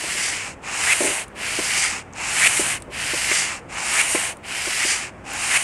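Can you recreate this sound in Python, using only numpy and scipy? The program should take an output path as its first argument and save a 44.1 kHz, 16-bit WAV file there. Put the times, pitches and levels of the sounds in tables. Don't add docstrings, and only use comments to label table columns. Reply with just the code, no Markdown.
import sys
import numpy as np
from scipy import signal
from scipy.fft import rfft, irfft, next_fast_len
from scipy.io import wavfile
from scipy.ndimage import map_coordinates

SR = 44100
rng = np.random.default_rng(int(sys.argv[2]) if len(sys.argv) > 2 else 0)


def store_pcm(level_fs):
    pcm = np.round(np.clip(level_fs, -1, 1) * 32767).astype(np.int16)
    wavfile.write(sys.argv[1], SR, np.atleast_2d(pcm).T)


N = 248283


def amp(db):
    return 10 ** (np.asarray(db) / 20)


def unit(x):
    return x / np.sqrt(np.mean(x ** 2) + 1e-20)


def curves(rows):
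    time_s, *columns = np.transpose(rows)
    return [np.interp(np.arange(N) / SR, time_s, column) for column in columns]


def wobble(knots_per_s):
    knots = rng.standard_normal(int(N * knots_per_s / SR) + 4)
    return map_coordinates(knots, [np.arange(N) * knots_per_s / SR])


def coloured(x, points):
    size = 4096
    hz, db = np.transpose(points)
    bin_hz = np.fft.rfftfreq(size, 1 / SR)
    gain = amp(np.interp(np.log(bin_hz + 1), np.log(hz), db))
    cepstrum = irfft(np.log(np.maximum(gain, 1e-6)))
    cepstrum[1:size // 2] *= 2
    cepstrum[size // 2 + 1:] = 0
    response = irfft(np.exp(rfft(cepstrum)))
    return signal.fftconvolve(x, response / np.linalg.norm(response))[:len(x)]


def add(track, time_s, sound):
    part = track[max(round(time_s * SR), 0):][:len(sound)]
    part += sound[:len(part)]


def grains(rate_per_s, spread_db):
    chance = np.clip(rate_per_s / SR, 1e-3, 1)
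    sizes = rng.standard_normal(N) * amp(spread_db * rng.standard_normal(N))
    hits = rng.random(N) < chance
    return unit(hits * sizes / np.sqrt(chance))


def scrape(colours, rate_per_s, spread_db):
    total = np.zeros(N)
    for share, points in colours:
        layer = unit(coloured(grains(rate_per_s, spread_db), points))
        total += np.sqrt(np.clip(share, 0, 1)) * layer
    return total


# (frequency [Hz], density [dB per Hz])
GRIT_FAR = [(2000, -40), (3400, -8.5), (4680, -3.5), (5330, -1), (6110, -3), (7040, 1.5), (7980, 0),
            (9090, -3.5), (10700, -13.5), (14000, -42)]
GRIT_PUSH = [(1880, -48), (3200, -22), (3600, -10), (4880, -8), (8900, 4), (10900, -5.5), (13700, -33),
             (15500, -54)]
GRIT_PULL = [(2060, -26), (3500, -9), (3940, -4), (4870, 1), (6250, -1.5), (7620, 2), (9240, 1),
             (11200, -8.5), (13900, -30.5), (15500, -39)]
GRIT_DRAG = [(2060, -25), (3500, -7.5), (4010, -8), (4810, 3), (5210, -2.5), (5800, 1), (6810, 0),
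             (7300, 1.5), (8470, 1.5), (10300, -4.5), (15500, -55)]
# (frequency [Hz], density [dB per Hz])
RASP_FAR = [(590, -37.5), (1000, -5), (1220, -2.5), (1450, -3), (1890, -2.5), (2310, 1.5), (2750, 0),
            (3300, -13.5), (3800, -18), (4940, -29), (8360, -120)]
RASP_NEAR = [(590, -29), (1000, -19.5), (1320, -7.5), (1610, -4.5), (2190, -1), (2660, -2), (2980, -3),
             (3460, -13), (3800, -15), (4940, -18), (8360, -120)]
RASP_DRAG = [(590, -27.5), (1000, -14.5), (1090, -29), (1150, -9), (1470, -9), (1920, -0.5), (2160, 2),
             (2510, -3), (2940, -3.5), (3800, -16), (4940, -45), (8360, -120)]
# (frequency [Hz], density [dB per Hz])
HOLLOW_OPEN = [(200, -22), (560, -15), (700, -8), (810, -0.5), (950, -6.5), (1150, -14), (1600, -50)]
HOLLOW_COVERED = [(200, -27.5), (350, -10), (560, -6), (665, 1), (760, 1), (1100, 0.5), (1600, -33.5)]


def sanding():
    hiss_gain, rasp_gain = stroke_levels()
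    place, near, pushing = motion()
    far, pulling = 1 - near, ~pushing
    rate_per_s = 5000 + 16000 * np.sin(np.pi * place)
    drag = pulling * hump(place, .38, 0.17)
    bite = pulling * hump(place, .32, 0.087)

    hiss_colours = [
        (far * (1 - bite), GRIT_FAR),
        (near * pushing, GRIT_PUSH),
        (near * pulling * (1 - bite), GRIT_PULL),
        (bite, GRIT_DRAG),
    ]
    rasp_colours = [(far * (1 - drag), RASP_FAR), (near * (1 - drag), RASP_NEAR), (drag, RASP_DRAG)]
    hollow_colours = [(far, HOLLOW_OPEN), (near, HOLLOW_COVERED)]
    hiss = scrape(hiss_colours, rate_per_s, spread_db=-0.5)
    rasp = scrape(rasp_colours, rate_per_s * .7, spread_db=0.5)
    hollow = scrape(hollow_colours, rate_per_s / 2, spread_db=2.5)

    grip = wobble(knots_per_s=260)
    surge = wobble(knots_per_s=28)
    hiss *= hiss_gain * amp(0.39 * grip + 0.42 * surge)
    rasp_flutter_db = (.5 + 0.49 * drag) * grip + 0.58 * wobble(knots_per_s=41) + .5 * surge
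    rasp *= rasp_gain * amp(rasp_flutter_db)
    hollow *= rasp_gain ** 0.48 * amp(-28 + 3.74 * pushing)
    return hiss + rasp + hollow


# (time [s], place [0 far from the microphone, 1 near])
TRAVEL = [(-.2, 0.84), (.59, 0), (1.31, 0.97), (2.09, 0.013), (2.85, 1), (3.65, 0.011), (4.39, 0.91),
          (5.18, 0.032), (5.93, 0.89)]


def motion():
    place = np.clip(curves(TRAVEL)[0], 0, 1)
    near = .5 + .5 * np.tanh((place - .33) / 0.13)
    return place, near, np.gradient(place) > 0


def stroke_levels(creep_db=-60):
    hiss_push = pushes(db=-32.5, attack_s=0.082, release_s=0.069, build_db=12.5, build_s=.25,
                       build_shape=1.0, slide_db=7.0, rock_db=3.5)
    hiss_pull = pulls(db=-24.5, attack_s=.085, release_s=0.097, lean_db_per_s=19, catch_db=4,
                      recatch_db=4.5, catch_s=0.026, lag_s=0.036, ease_db=-6, ease_s=0.11)
    rasp_push = pushes(db=-29, attack_s=0.069, release_s=0.054, build_db=9.5, build_s=0.16,
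                       build_shape=0.9, slide_db=2.0, rock_db=-1.0)
    rasp_pull = pulls(db=-27, attack_s=0.065, release_s=0.091, lean_db_per_s=5.5, catch_db=6.5,
                      recatch_db=3.5, catch_s=0.037, lag_s=.002, ease_db=-2.0, ease_s=0.2)
    return hiss_push + hiss_pull, rasp_push + rasp_pull + amp(creep_db)


def hump(x, at, width):
    return np.exp(-((x - at) / width) ** 2)


def moving(t, start, stop, attack_s, release_s, attack_shape=1.43, release_shape=1.14):
    gather = np.tanh(np.maximum(t - start, 0) / attack_s) ** attack_shape
    halt = np.tanh(np.maximum(stop - t, 0) / release_s) ** release_shape
    return gather * halt


# (start [s], paper breaks free [s], stop [s], relative effort [dB], relative judder level [dB])
PUSHES = [(.612, 0.934, 1.254, 0, -11), (2.133, 2.475, 2.792, 1.5, -8.5),
          (3.677, 4.016, 4.343, -0.16, -13.5), (5.233, 5.575, 5.92, -.7, -14.5)]


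def pushes(db, attack_s, release_s, build_db, build_s, build_shape, slide_db, rock_db,
           let_go_s=0.0041, rock_after_s=0.11, rock_width_s=0.036):
    t, gain = np.arange(N) / SR, np.zeros(N)
    for start, free, stop, effort_db, _ in PUSHES:
        grip = np.clip(1 + (t - free) / build_s, 0, 1) ** build_shape
        freed = np.clip((t - free) / let_go_s, 0, 1)
        rock = rock_db * hump(t, free + rock_after_s, rock_width_s)
        press_db = (1 - freed) * build_db * grip + freed * slide_db + rock
        gain += moving(t, start, stop, attack_s, release_s) * amp(db + effort_db + press_db)
    return gain


# (start [s], board catches [s], stop [s], relative effort [dB], catch strength [0-1])
PULLS = [(-.2, 0.194, .555, -2.5, 0.54), (1.342, 1.753, 2.035, 0.5, 0.76), (2.895, 3.31, 3.608, 0.7, 0.8),
         (4.423, 4.825, 5.11, -.3, 0.82)]


def pulls(db, attack_s, release_s, lean_db_per_s, catch_db, recatch_db, catch_s, lag_s, ease_db, ease_s,
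          recatch_after_s=0.092):
    t, gain = np.arange(N) / SR, np.zeros(N)
    for start, catch, stop, effort_db, strength in PULLS:
        since = t - catch - lag_s
        recatch = catch + recatch_after_s
        lean = lean_db_per_s * np.minimum(since, 0)
        catches = catch_db * hump(since, 0, catch_s) + recatch_db * hump(t, recatch, catch_s)
        ease = ease_db * np.clip((t - recatch) / ease_s, 0, 1)
        press_db = lean + strength * catches + ease
        gain += moving(t, start, stop, attack_s, release_s) * amp(db + effort_db + press_db)
    return gain


# (end [s], length [s], relative level [dB])
SQUEAKS = [(1.08, 0.064, -20.5), (2.578, 0.0097, -12.5), (4.161, 0.0076, -11)]
# (frequency [Hz], density [dB per Hz])
SLIP = [(400, -37), (1000, -70), (1700, 5), (2300, 13), (2800, -8), (3400, 1), (5500, -11), (8800, -14),
        (11000, -6), (15000, -59)]


def judders(slips_per_s=330, t60_s=0.012, rise_db=7, scatter=0.07, crunch_db=-7,
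            build_s=.063, first_hz=1740, last_hz=2655, squeak_hz=2240):
    rings, crunch, t = np.zeros(N), np.zeros(N), np.arange(SR // 50) / SR
    runs = [(free, build_s, db, first_hz, last_hz) for _, free, _, _, db in PUSHES]
    runs += [(end, length, db, squeak_hz, squeak_hz) for end, length, db in SQUEAKS]
    onset = 1 - np.exp(-t / 0.00078)
    for release, length, db, from_hz, to_hz in runs:
        count = max(round(length * slips_per_s), 1)
        leads_s = (np.arange(count) + rng.uniform(0.54, 1.2, count)) / slips_per_s
        for lead_s in leads_s:
            early = lead_s / length
            hz = (to_hz + (from_hz - to_hz) * early) * np.exp(scatter * rng.standard_normal())
            slip_db = db + 6.5 - rise_db * early + rng.normal(0, 0.61)
            envelope = amp(slip_db - 60 * t / t60_s) * onset
            add(rings, release - lead_s, envelope * np.sin(2 * np.pi * hz * t))
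            add(crunch, release - lead_s, envelope * rng.standard_normal(len(t)))
    return rings + amp(crunch_db) * coloured(crunch, SLIP)


# (time [s], relative level [dB], length of the rattle that follows [s])
KNOCKS = [(.036, -24, 0.019), (0.151, -27.5, 0), (1.006, -13, 0.125), (1.333, -37, 0.07),
          (1.588, -17, 0.019), (1.774, -28, 0.0065), (2.595, -13.5, 0.00056), (2.880, -31, 0.04),
          (3.135, -17, 0.01), (3.313, -21, 0), (4.148, -12.5, 0), (4.672, -19.5, 0.0093),
          (4.849, -22, 0.016)]
# (frequency [Hz], relative level [dB], t60 [s])
LOAD_MODES = [(319, -5, 0.067), (359, 0.5, 0.035), (395, 3.5, 0.028), (489, -4.5, 0.089), (587, -1, 0.07),
              (613, -13, .035), (840, -4.5, 0.055), (1050, -8.5, 0.067)]


def knocks(bounce_s=0.00562, bounce_db=-9, rattles_per_s=230, rattle_db=-8, fade_db=-16,
           highpass_hz=230, soft_s=0.0011):
    track, t = np.zeros(N), np.arange(SR // 5) / SR
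    hz, level_db, t60_s = np.transpose(LOAD_MODES)[:, :, None]
    onset = 1 - np.exp(-t / soft_s)
    modes = amp(level_db - 60 * t / t60_s) * np.sin(2 * np.pi * hz * t) * onset
    for time_s, db, rattle_s in KNOCKS:
        contacts = [(0, 0), (bounce_s * rng.uniform(0.92, 1.054), bounce_db)]
        count = round(rattle_s * rattles_per_s)
        for delay_s in (np.arange(count) + 2 + rng.random(count)) / rattles_per_s:
            contacts.append((delay_s, rattle_db + fade_db * (delay_s / rattle_s) ** 3))
        for delay_s, drop_db in contacts:
            mode_db = db + drop_db - 6 + rng.normal(0, 3.2, len(modes))
            add(track, time_s + delay_s, amp(mode_db) @ modes)
    return signal.sosfilt(signal.butter(2, highpass_hz, "highpass", fs=SR, output="sos"), track)


# (time [s], relative level [dB], pitch [Hz])
SNAPS = [(1.281, -31, 8900), (1.358, -40, 8500), (2.127, -37, 8000), (2.135, -30, 6500), (2.802, -34, 8980),
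         (2.822, -19.5, 8600), (3.592, -35, 8500), (4.370, -32, 9300), (5.334, -22, 10800)]
# (multiple of its pitch [1], density [dB per Hz])
SNAP_COLOUR = [(.12, -27), (.37, -3), (.6, -9), (1, 9), (1.22, -1), (1.45, -19), (1.8, -30)]


def snaps(t60_s=0.015):
    track, t = np.zeros(N), np.arange(SR // 30) / SR
    for time_s, db, hz in SNAPS:
        crack = amp(db - 7.5 - 60 * t / t60_s) * rng.standard_normal(len(t))
        add(track, time_s, coloured(crack, np.multiply(SNAP_COLOUR, [hz, 1])))
    return track


def yard(x, t60_s=0.21, first_s=0.0041, count=16):
    t, step = np.arange(SR // 4) / SR, np.linspace(0, count - 1, N)
    tails = rng.standard_normal((count, len(t))) * amp(-60 * t / t60_s) * (t > first_s)
    echo = np.zeros(N)
    for k, tail in enumerate(tails):
        share = np.clip(1 - abs(step - k), 0, 1)
        echo += signal.oaconvolve(x * np.sqrt(share), tail / np.linalg.norm(tail))[:N]
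    return echo


# (frequency [Hz], density [dB per Hz])
AIR = [(15, -25), (30, -12), (55, 0.5), (100, -0.5), (200, -2.5), (370, -4.5), (560, -6), (900, -11.5),
       (1500, -13), (2500, -19), (3900, -38), (8600, -34.5), (12000, -53), (15500, -85)]
# (time [s], relative level [dB])
RUMBLE = [(0, -3), (1.7, -1), (2.7, 3), (3.6, -.5), (4.7, -1), (5.63, -0.5)]


def air(db=-41, split_hz=200):
    noise = unit(coloured(rng.standard_normal(N), AIR))
    rush = amp(db + 0.9 * wobble(knots_per_s=4.67)) * noise
    low = signal.sosfiltfilt(signal.butter(2, split_hz, fs=SR, output="sos"), rush)
    return rush - low + amp(curves(RUMBLE)[0]) * low


def scene():
    work = sanding() + judders() + knocks() + snaps()
    mono = work + amp(-18) * yard(work) + air()
    return np.array([mono, mono])


def record(dry, top_hz=15700):
    size = next_fast_len(N + SR // 2)
    passed = np.fft.rfftfreq(size, 1 / SR) < top_hz
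    return irfft(rfft(dry, size) * passed, size)[:, :N]


dry = scene()
out = record(dry)
store_pcm(out)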